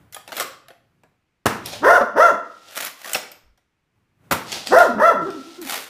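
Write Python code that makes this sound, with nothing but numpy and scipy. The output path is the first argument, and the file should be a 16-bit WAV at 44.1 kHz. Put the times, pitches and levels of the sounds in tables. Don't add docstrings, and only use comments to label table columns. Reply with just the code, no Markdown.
import sys
import numpy as np
from scipy import signal
from scipy.fft import rfft, irfft, dct, next_fast_len
from scipy.io import wavfile
from scipy.ndimage import uniform_filter1d, minimum_filter1d, map_coordinates

SR = 44100
rng = np.random.default_rng(int(sys.argv[2]) if len(sys.argv) > 2 else 0)


def generate_wav(signal):
    frames = np.transpose(np.atleast_2d(signal))
    scaled = np.clip(frames, -1, 1) * 32767
    pcm = np.round(scaled).astype(np.int16)
    wavfile.write(sys.argv[1], SR, pcm)


N = 259749
TIME = np.arange(N) / SR

# f/Hz, t60/s
ROOM_FADE = [(100, 0.15), (300, 0.6), (700, 0.4), (1050, 0.55), (1370, 0.51), (1800, 0.47), (4800, 0.46),
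             (9000, 0.34), (14000, 0.29)]
# f/Hz, level/dB
HUSH_COLOUR = [(100, 7), (350, 0), (600, -6), (2400, -6), (3500, -13.5), (8000, -22), (15000, -31)]
# t/s, length/s, level/dB, swell/dB
MOVEMENTS = [(0, 0.25, -59, -13), (.3, 0.8, -67, -2), (1.63, 0.31, -46.5, -1), (3.25, .25, -72.5, -2),
             (3.98, 0.11, -71.5, -8.5), (4.25, 1, -54.5, -2), (5.25, 0.73, -72.5, -14)]
# f/Hz, level/dB
MOVEMENT_COLOUR = [(25, -20.5), (60, -10.5), (110, 3.5), (250, -7.5), (500, -16.5), (1500, -20),
                   (5000, -37.5)]
# t/s, level/dB, wait for the knock/s, tilt/(dB per octave), shell pitch/ratio
CATCHES = [(0.125, -41.5, 0.0061, 2.5, 1), (0.146, -32, 0.018, 0, 1), (0.277, -37, 0.01, -2.5, 1),
           (.320, -30.5, .007, -3.5, 1), (.367, -26, .012, -0.5, 0.86), (0.3988, -21, .0085, -1.5, 0.78),
           (.684, -41.5, 0.02, -3, 0.89), (1.035, -52.5, 0.0037, -4.5, 0.86), (2.758, -35, 0.01, 0, 1),
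           (2.808, -29.5, .015, 2, 0.37), (2.849, -26.5, .014, 3, .85), (3.045, -33, 0.011, -0.5, 1),
           (3.133, -20, .013, 3, 1), (3.149, -20, .004, -2, 1), (3.3162, -42, 0.0018, 2.5, 0.92),
           (3.576, -62.5, 0.0037, -1, 1), (5.616, -37, 0.0092, 3.5, 0.91), (5.707, -25.5, 0.015, 2, 0.65)]
# f/Hz, level/dB
SHELL_COLOUR = [(60, -25), (150, -9.5), (400, -2.5), (750, 7.5), (1100, -1.5), (1600, 5), (2500, 2),
                (4500, -2.5), (9000, -6.5), (13000, -6), (16000, -10)]
# t/s, length/s, level/dB, swell/dB, shell pitch/ratio
SLIDE_MOVES = [(0.337, .085, -33, 19, 0.8), (2.77, 0.11, -30.5, -1, 0.83), (3.017, 0.0076, -48, -7, 1.2),
               (3.05, 0.1214, -34, 8, 0.8), (5.674, 0.092, -30, 0, 1.04), (5.773, .11, -39, -13.5, 0.63)]
# t/s, level/dB, decay/s, tilt/(dB per octave), wait for the rebound/s
PLUNGER_HITS = [(1.4583, -9, 0.0035, -2.5, .0073), (4.3117, -16, 0.012, -1.1, .010)]
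# f/Hz, level/dB
PLUNGER_COLOUR = [(40, -25.5), (105, -1), (160, -4), (200, -2), (300, -7), (550, -4), (850, -4),
                  (1450, -2.5), (2100, -7.5), (3200, -13.5), (6000, -16), (10000, -16.5), (14000, -14.5)]
# t/s, level/dB, tilt/(dB per octave)
CLAW_TAPS = [(1.6595, -22.5, 7.5), (1.734, -26.5, -4), (4.519, -22.5, 0.5), (4.5265, -20.5, -2.5),
             (4.671, -20, 0.5), (4.786, -17, 0.5), (5.304, -36, -1)]
# t/s, length/s, level/dB, swell/dB
PAW_SKIDS = [(1.662, 0.041, -37, -2), (1.735, 0.062, -41, -10), (2.45, .23, -57, 8.5),
             (2.69, .06, -54.5, -12), (4.47, 0.068, -35.5, 9.5), (4.56, 0.079, -41, -7),
             (4.67, 0.068, -37.5, -4), (5.22, 0.35, -49.5, 5)]
# f/Hz, level/dB
PAW_COLOUR = [(60, -16.5), (160, -4.5), (400, -3.5), (750, 4.5), (1100, -6), (2200, 0.5), (3700, 4),
              (5500, 2), (8000, -4.5), (15000, -13.5)]
# t of the top/s, rise/s, fall/s, flatness of the top, top f/Hz, level/dB,
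# extra level on the way up/dB, top roughness/(0-1), brightness/(dB per octave), extra whistle/dB
BARK_PUSHES = [(1.948, .099, 0.061, 2.8, 722.2, -10.5, 5.5, .42, 6.5, -1.5),
               (2.251, .078, .064, 3.4, 687, -9.5, 1, .25, 8, 2.5),
               (4.797, .070, .078, 2.5, 703, -9, 3, 0.34, 1, 0),
               (5.078, .083, 0.054, 3.1, 681.3, -9.5, -2, 0.17, 6.5, -12)]
# f/Hz, level/dB
MOUTH_OPEN = [(150, -26), (340, -14.5), (480, 10.5), (570, 7), (700, 1.5), (780, -6.5), (980, 5),
              (1150, -8), (1380, -1), (1550, -7), (1900, -10), (2250, -36.5), (2700, -30), (3050, -36.5),
              (3400, -31.5), (4600, -46.5), (6000, -36), (8000, -56)]
# f/Hz, level/dB
MOUTH_CLOSED = [(130, -5), (240, 16.5), (430, 2), (700, -17.5), (1400, -12.5), (2000, -36), (4000, -42.5)]
# f/Hz, level/dB
TEETH_COLOUR = [(1500, -23.5), (2300, -16.5), (2700, 3), (3000, 0), (3400, -2.5), (4400, 0.5), (6000, -6.5),
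                (7600, -3.5), (12000, -6), (15000, -13)]
# f/Hz, t60/s, level/dB
RINGING_THINGS = [(450, .8, -18), (678, 0.32, -21), (1262, 1.1, -14.5), (1318, 1.05, -13.5),
                  (1358, 1.0, -16.5), (1395, .9, -17), (1550, 0.69, -12.5), (1890, .8, -12),
                  (3400, 0.6, -9)]
# t/s, length/s, first f/Hz, last f/Hz, arch/Hz, level/dB
WHINE_GLIDES = [(2.01, 0.016, 594, 568.5, 2.5, -13.5), (4.879, 0.063, 265, 224, 4.5, -32),
                (4.948, 0.061, 208.5, 235, -13, -24), (5.160, 0.11, 205, 141.2, 1.5, -31),
                (5.253, .055, 328.2, 288, 105.5, -22.5), (5.319, 0.11, 339.4, 248.3, -1.5, -35),
                (5.446, 0.087, 283, 309, 46, -43.5), (5.577, 0.061, 354, 305, 11, -34.5),
                (5.628, 0.056, 298, 253.4, -2, -37.5)]
# t/s, level/dB, decay/s, tilt/(dB per octave)
SOFT_BUMPS = [(3.435, -53.5, 0.037, -4), (3.49, -57.5, 0.026, -4)]
# f/Hz, level/dB
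THUD_COLOUR = [(20, -3), (35, -4), (55, 1), (90, -14), (300, -51), (2000, -65)]


def from_db(db):
    return 10 ** (np.asarray(db) / 20)


def rms_one(x):
    return x / np.sqrt(np.mean(x ** 2) + 1e-20)


def even(x):
    return x / np.sqrt(np.abs(uniform_filter1d(x * x, size=500)) + 1e-12)


def at_hz(points, hz):
    f, value = np.transpose(points)
    return np.interp(np.log(np.maximum(hz, 1)), np.log(f), value)


def colour(x, spectrum, tilt_db=0):
    size = 2 * next_fast_len(len(x))
    hz = np.arange(size // 2 + 1) * SR / size
    octaves = np.log2(np.maximum(hz, 300) / 1000)
    cepstrum = irfft(np.log(from_db(at_hz(spectrum, hz) + tilt_db * octaves)))
    cepstrum[1:size // 2] *= 2
    cepstrum[size // 2 + 1:] = 0
    return irfft(rfft(x, size) * np.exp(rfft(cepstrum)))[:len(x)]


def drift(rate_hz, size):
    steps = np.arange(0, size + 12, 12)
    wander = map_coordinates(rng.standard_normal(4096), [steps * rate_hz / SR], mode="wrap")
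    return rms_one(np.interp(np.arange(size), steps, wander))


def reflections(build_s, count=96, size=256):
    t = TIME[:count * size]
    hz = (np.arange(size) + .5) * SR / (2 * size)
    decay = np.exp(-np.log(1000) * t[::size, None] / at_hz(ROOM_FADE, hz))
    tail = dct(rng.standard_normal((count, size)) * decay, type=4, norm="ortho").ravel()
    return rms_one(tail * (1 - np.exp(-t / build_s))) / np.sqrt(len(t))


def room(x, wet_db, build_s):
    return x + from_db(wet_db) * signal.fftconvolve(x, reflections(build_s))[:N]


def strokes(table, attack_db_per_s, release_db_per_s):
    out = 0
    for s, length, level_db, swell_db in table:
        along = np.clip((TIME - s) / length, 0, 1)
        before_db = attack_db_per_s * np.maximum(s - TIME, 0)
        after_db = release_db_per_s * np.maximum(TIME - s - length, 0)
        out = out + from_db(level_db + swell_db * (along - .5) - np.minimum(before_db + after_db, 200))
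    return out


def blows(table, spectrum, wet_db, build_s, ripple_db=5.5):
    out = np.zeros(N + SR)
    hz = np.geomspace(20, 16000, 90)
    for s, level_db, decay_s, tilt_db in table:
        echoes = reflections(build_s)
        fall = np.exp(-TIME[:len(echoes)] / decay_s)
        crack = rng.standard_normal(len(fall)) * fall + from_db(wet_db) * np.linalg.norm(fall) * echoes
        spot_db = ripple_db * rng.standard_normal(len(hz)) * (hz > 500)
        body = np.transpose([hz, at_hz(spectrum, hz) + spot_db])
        gain = from_db(level_db) * np.sqrt(3 * np.mean(fall ** 2))
        start = round(s * SR)
        out[start:start + len(fall)] += gain * rms_one(colour(crack, body, tilt_db))
    return out[:N]


def rubbing(gain, spectrum, slips_per_s, spread_db, tilt_db):
    slips = (rng.random(N) < slips_per_s / SR) * rng.standard_normal(N)
    moving = gain > from_db(-100)
    uneven = slips[moving] * from_db(spread_db * drift(250, moving.sum()))
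    out = np.zeros(N)
    out[moving] = gain[moving] * rms_one(colour(uneven, spectrum, tilt_db))
    return out


def hush(level_db=-73):
    return from_db(level_db) * rms_one(colour(rng.standard_normal(N), HUSH_COLOUR))


def rumble(still_db=-88):
    gain = from_db(still_db) + strokes(MOVEMENTS, attack_db_per_s=203, release_db_per_s=109)
    return gain * rms_one(colour(rng.standard_normal(N), MOVEMENT_COLOUR))


def shell(ratio):
    return [(hz * ratio if hz < 2000 else hz, db) for hz, db in SHELL_COLOUR]


def catch(s, level_db, gap_s, tilt_db, ratio, tick_decay_s=.003, knock_decay_s=.0078):
    tick = (s, level_db + 3, tick_decay_s, tilt_db + 1.5)
    knock = (s + gap_s, level_db - 1.95, knock_decay_s, tilt_db - 1.5)
    return blows([tick, knock], shell(ratio), wet_db=-5, build_s=.00081)


def slide_stroke(s, length, level_db, swell_db, ratio):
    gain = strokes([(s, length, level_db, swell_db)], attack_db_per_s=327.5, release_db_per_s=1496.5)
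    return rubbing(gain, shell(ratio), slips_per_s=3000, spread_db=3, tilt_db=.6)


def shots(trigger_lead_s=.0025, trigger_db=-21, rebound_db=1):
    hits = []
    for s, level_db, decay_s, tilt_db, rebound_s in PLUNGER_HITS:
        for delay_s, extra_db in [(-trigger_lead_s, trigger_db), (0, 0), (rebound_s, rebound_db)]:
            hits.append((s + delay_s, level_db + extra_db, decay_s, tilt_db))
    return blows(hits, PLUNGER_COLOUR, wet_db=-4, build_s=.0014, ripple_db=2.5)


def claws(decay_s=.0031):
    taps = [(s, level_db, decay_s, tilt_db) for s, level_db, tilt_db in CLAW_TAPS]
    return blows(taps, PAW_COLOUR, wet_db=-2, build_s=.0048)


def skids():
    gain = strokes(PAW_SKIDS, attack_db_per_s=699, release_db_per_s=300.5)
    scrape = rubbing(gain, PAW_COLOUR, slips_per_s=8200, spread_db=.5, tilt_db=-1.4)
    return room(scrape, wet_db=-8, build_s=.0052)


def voice(curves, jitter, shimmer, half_db, rasp_db, air_db, shut_hz, open_hz):
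    times, *controls = curves
    span = np.flatnonzero((TIME > times[0]) & (TIME < times[-1]))
    size = len(span)
    pitch, level_db, rough, bright_db = [np.interp(TIME[span], times, c) for c in controls]
    rough = np.clip(rough, 0, 1)
    opening = np.clip((pitch - shut_hz) / (open_hz - shut_hz), 0, 1)
    phase = 2 * np.pi * np.cumsum(pitch * (1 + jitter * rough * drift(220.1, size))) / SR
    tone = np.zeros(size)
    for k in np.arange(1, 21) / 2:
        hz = k * pitch
        mouth_db = opening * at_hz(MOUTH_OPEN, hz) + (1 - opening) * at_hz(MOUTH_CLOSED, hz)
        gain = from_db(mouth_db + bright_db * np.log2(min(k, 2)) + 4.06 * rough * drift(46.23, size))
        if k % 1:
            gain = gain * rough * opening * from_db(half_db)
        shaky_phase = phase + .026 * rough * drift(400, size)
        tone += gain * np.cos(k * shaky_phase + rough * drift(50.54, size))
    puffs = rng.standard_normal(N)[span] * (1 + .52 * np.cos(phase))
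    open_rasp = rms_one(colour(puffs, MOUTH_OPEN, tilt_db=4))
    closed_rasp = rms_one(colour(puffs, MOUTH_CLOSED)) / 2
    rasp = opening * open_rasp + (1 - opening) * closed_rasp
    throat = even(even(tone) + from_db(rasp_db) * rough * rasp)
    air_gain = from_db(air_db) * opening * pitch / open_hz * np.sqrt(rough)
    air = air_gain * rms_one(colour(puffs, TEETH_COLOUR))
    flutter = 1 + shimmer * rough * drift(150, size)
    out = np.zeros(N)
    out[span] = (throat + air) * flutter * from_db(level_db) * signal.windows.tukey(size, .04)
    return out


def bark_curves(top_s, rise_s, fall_s, flatness, top_hz, top_db, early_db, top_rough, bright_db,
                rest_hz=187.05, slack_db=21.5, release_db=5, fade_db_per_s=699):
    t = np.linspace(-.2, .2, 401)
    along = t / np.where(t < 0, rise_s, fall_s)
    effort = np.exp(-np.abs(along) ** flatness)
    early = np.clip(-along, 0, 1)
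    released = np.clip(2 * along, 0, 1) ** 2
    unvoiced_s = np.maximum(-t - 1.108 * rise_s, 0) + np.maximum(t - 1.44 * fall_s, 0)
    pitch = rest_hz + (top_hz - rest_hz) * effort
    push_db = top_db + early_db * early - release_db * released - slack_db * (1 - effort) ** 2
    level_db = push_db - fade_db_per_s * unvoiced_s
    rough = top_rough + np.interp(effort, [0, .44, 1], [0, .45, 0])
    dull_db = 9 * np.minimum(1 - effort, .5) + .5 * released
    return top_s + t, pitch, level_db, rough, bright_db - dull_db


def whistle(curves, middle_hz=6170, climb_hz_per_s=11000, width_hz=650, gain_db=-31.5):
    times, _, level_db, _, _ = curves
    span = np.flatnonzero((TIME > times[0]) & (TIME < times[-1]))
    t = TIME[span]
    phase = 2 * np.pi * np.cumsum(middle_hz + climb_hz_per_s * (t - t.mean())) / SR
    gain = from_db(np.interp(t, times, level_db) + gain_db)
    out = np.zeros(N)
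    out[span] = gain * np.cos(phase + 2 * drift(width_hz, len(t)))
    return out


def bark(*push, whistle_db):
    curves = bark_curves(*push)
    call = voice(curves, jitter=.055, shimmer=.36, half_db=-5.5, rasp_db=-.5, air_db=-30.5,
                 shut_hz=197, open_hz=418)
    return call + from_db(whistle_db) * whistle(curves)


def ringing_things(x):
    out = 0
    for hz, t60, level_db in RINGING_THINGS:
        r = np.exp(-np.log(1000) / (t60 * SR))
        ring = signal.lfilter([1, 0, -1], [1, -2 * r * np.cos(2 * np.pi * hz / SR), r * r], x)
        out = out + 2 * from_db(level_db) * (1 - r * r) * ring
    return out


def whine(s, length, first_hz, last_hz, arch_hz, level_db, rough=.34, bright_db=3):
    along = np.linspace(.01, .99, 50)
    arch = np.sin(np.pi * along)
    pitch = first_hz + (last_hz - first_hz) * along + arch_hz * arch
    swell_db = level_db + 10 * np.log10(arch)
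    curves = np.broadcast_arrays(s + length * along, pitch, swell_db, rough, bright_db)
    return voice(curves, jitter=.11, shimmer=.62, half_db=-5, rasp_db=1, air_db=-30,
                 shut_hz=450, open_hz=800)


def dog():
    barks = [bark(*push, whistle_db=extra_db) for *push, extra_db in BARK_PUSHES]
    whines = sum(whine(*row) for row in WHINE_GLIDES)
    barking = sum(room(one, wet_db=-5.5, build_s=.002) for one in barks)
    return barking + ringing_things(sum(barks)) + room(whines, wet_db=-9.5, build_s=.0037)


def bumps():
    return blows(SOFT_BUMPS, THUD_COLOUR, wet_db=-18, build_s=.012, ripple_db=0)


def limiter(x, ceiling_db, release_db_per_s):
    over_db = np.maximum(20 * np.log10(np.abs(x) + 1e-9) - ceiling_db, 0)
    recovery_db = release_db_per_s * TIME
    cut_db = np.maximum.accumulate(over_db + recovery_db, axis=-1) - recovery_db
    return x * from_db(uniform_filter1d(minimum_filter1d(-cut_db, size=90), size=90))


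def scene():
    blaster = shots() + sum(catch(*row) for row in CATCHES)
    slide = room(sum(slide_stroke(*row) for row in SLIDE_MOVES), wet_db=-6.5, build_s=.00067)
    return (blaster + slide + claws() + skids() + rumble() + hush() + bumps() + dog())[None]


def record(dry):
    held = limiter(dry, ceiling_db=1.5, release_db_per_s=150)
    rounded = held / (1 + held ** 8) ** (1 / 8)
    lopsided = rounded - .018 * rounded ** 4
    bass_cut = signal.butter(1, 20, "high", fs=SR, output="sos")
    treble_cut = signal.ellip(10, .2, 80, 15300, fs=SR, output="sos")
    return signal.sosfilt(treble_cut, signal.sosfilt(bass_cut, lopsided))


dry = scene()
out = record(dry)
generate_wav(out)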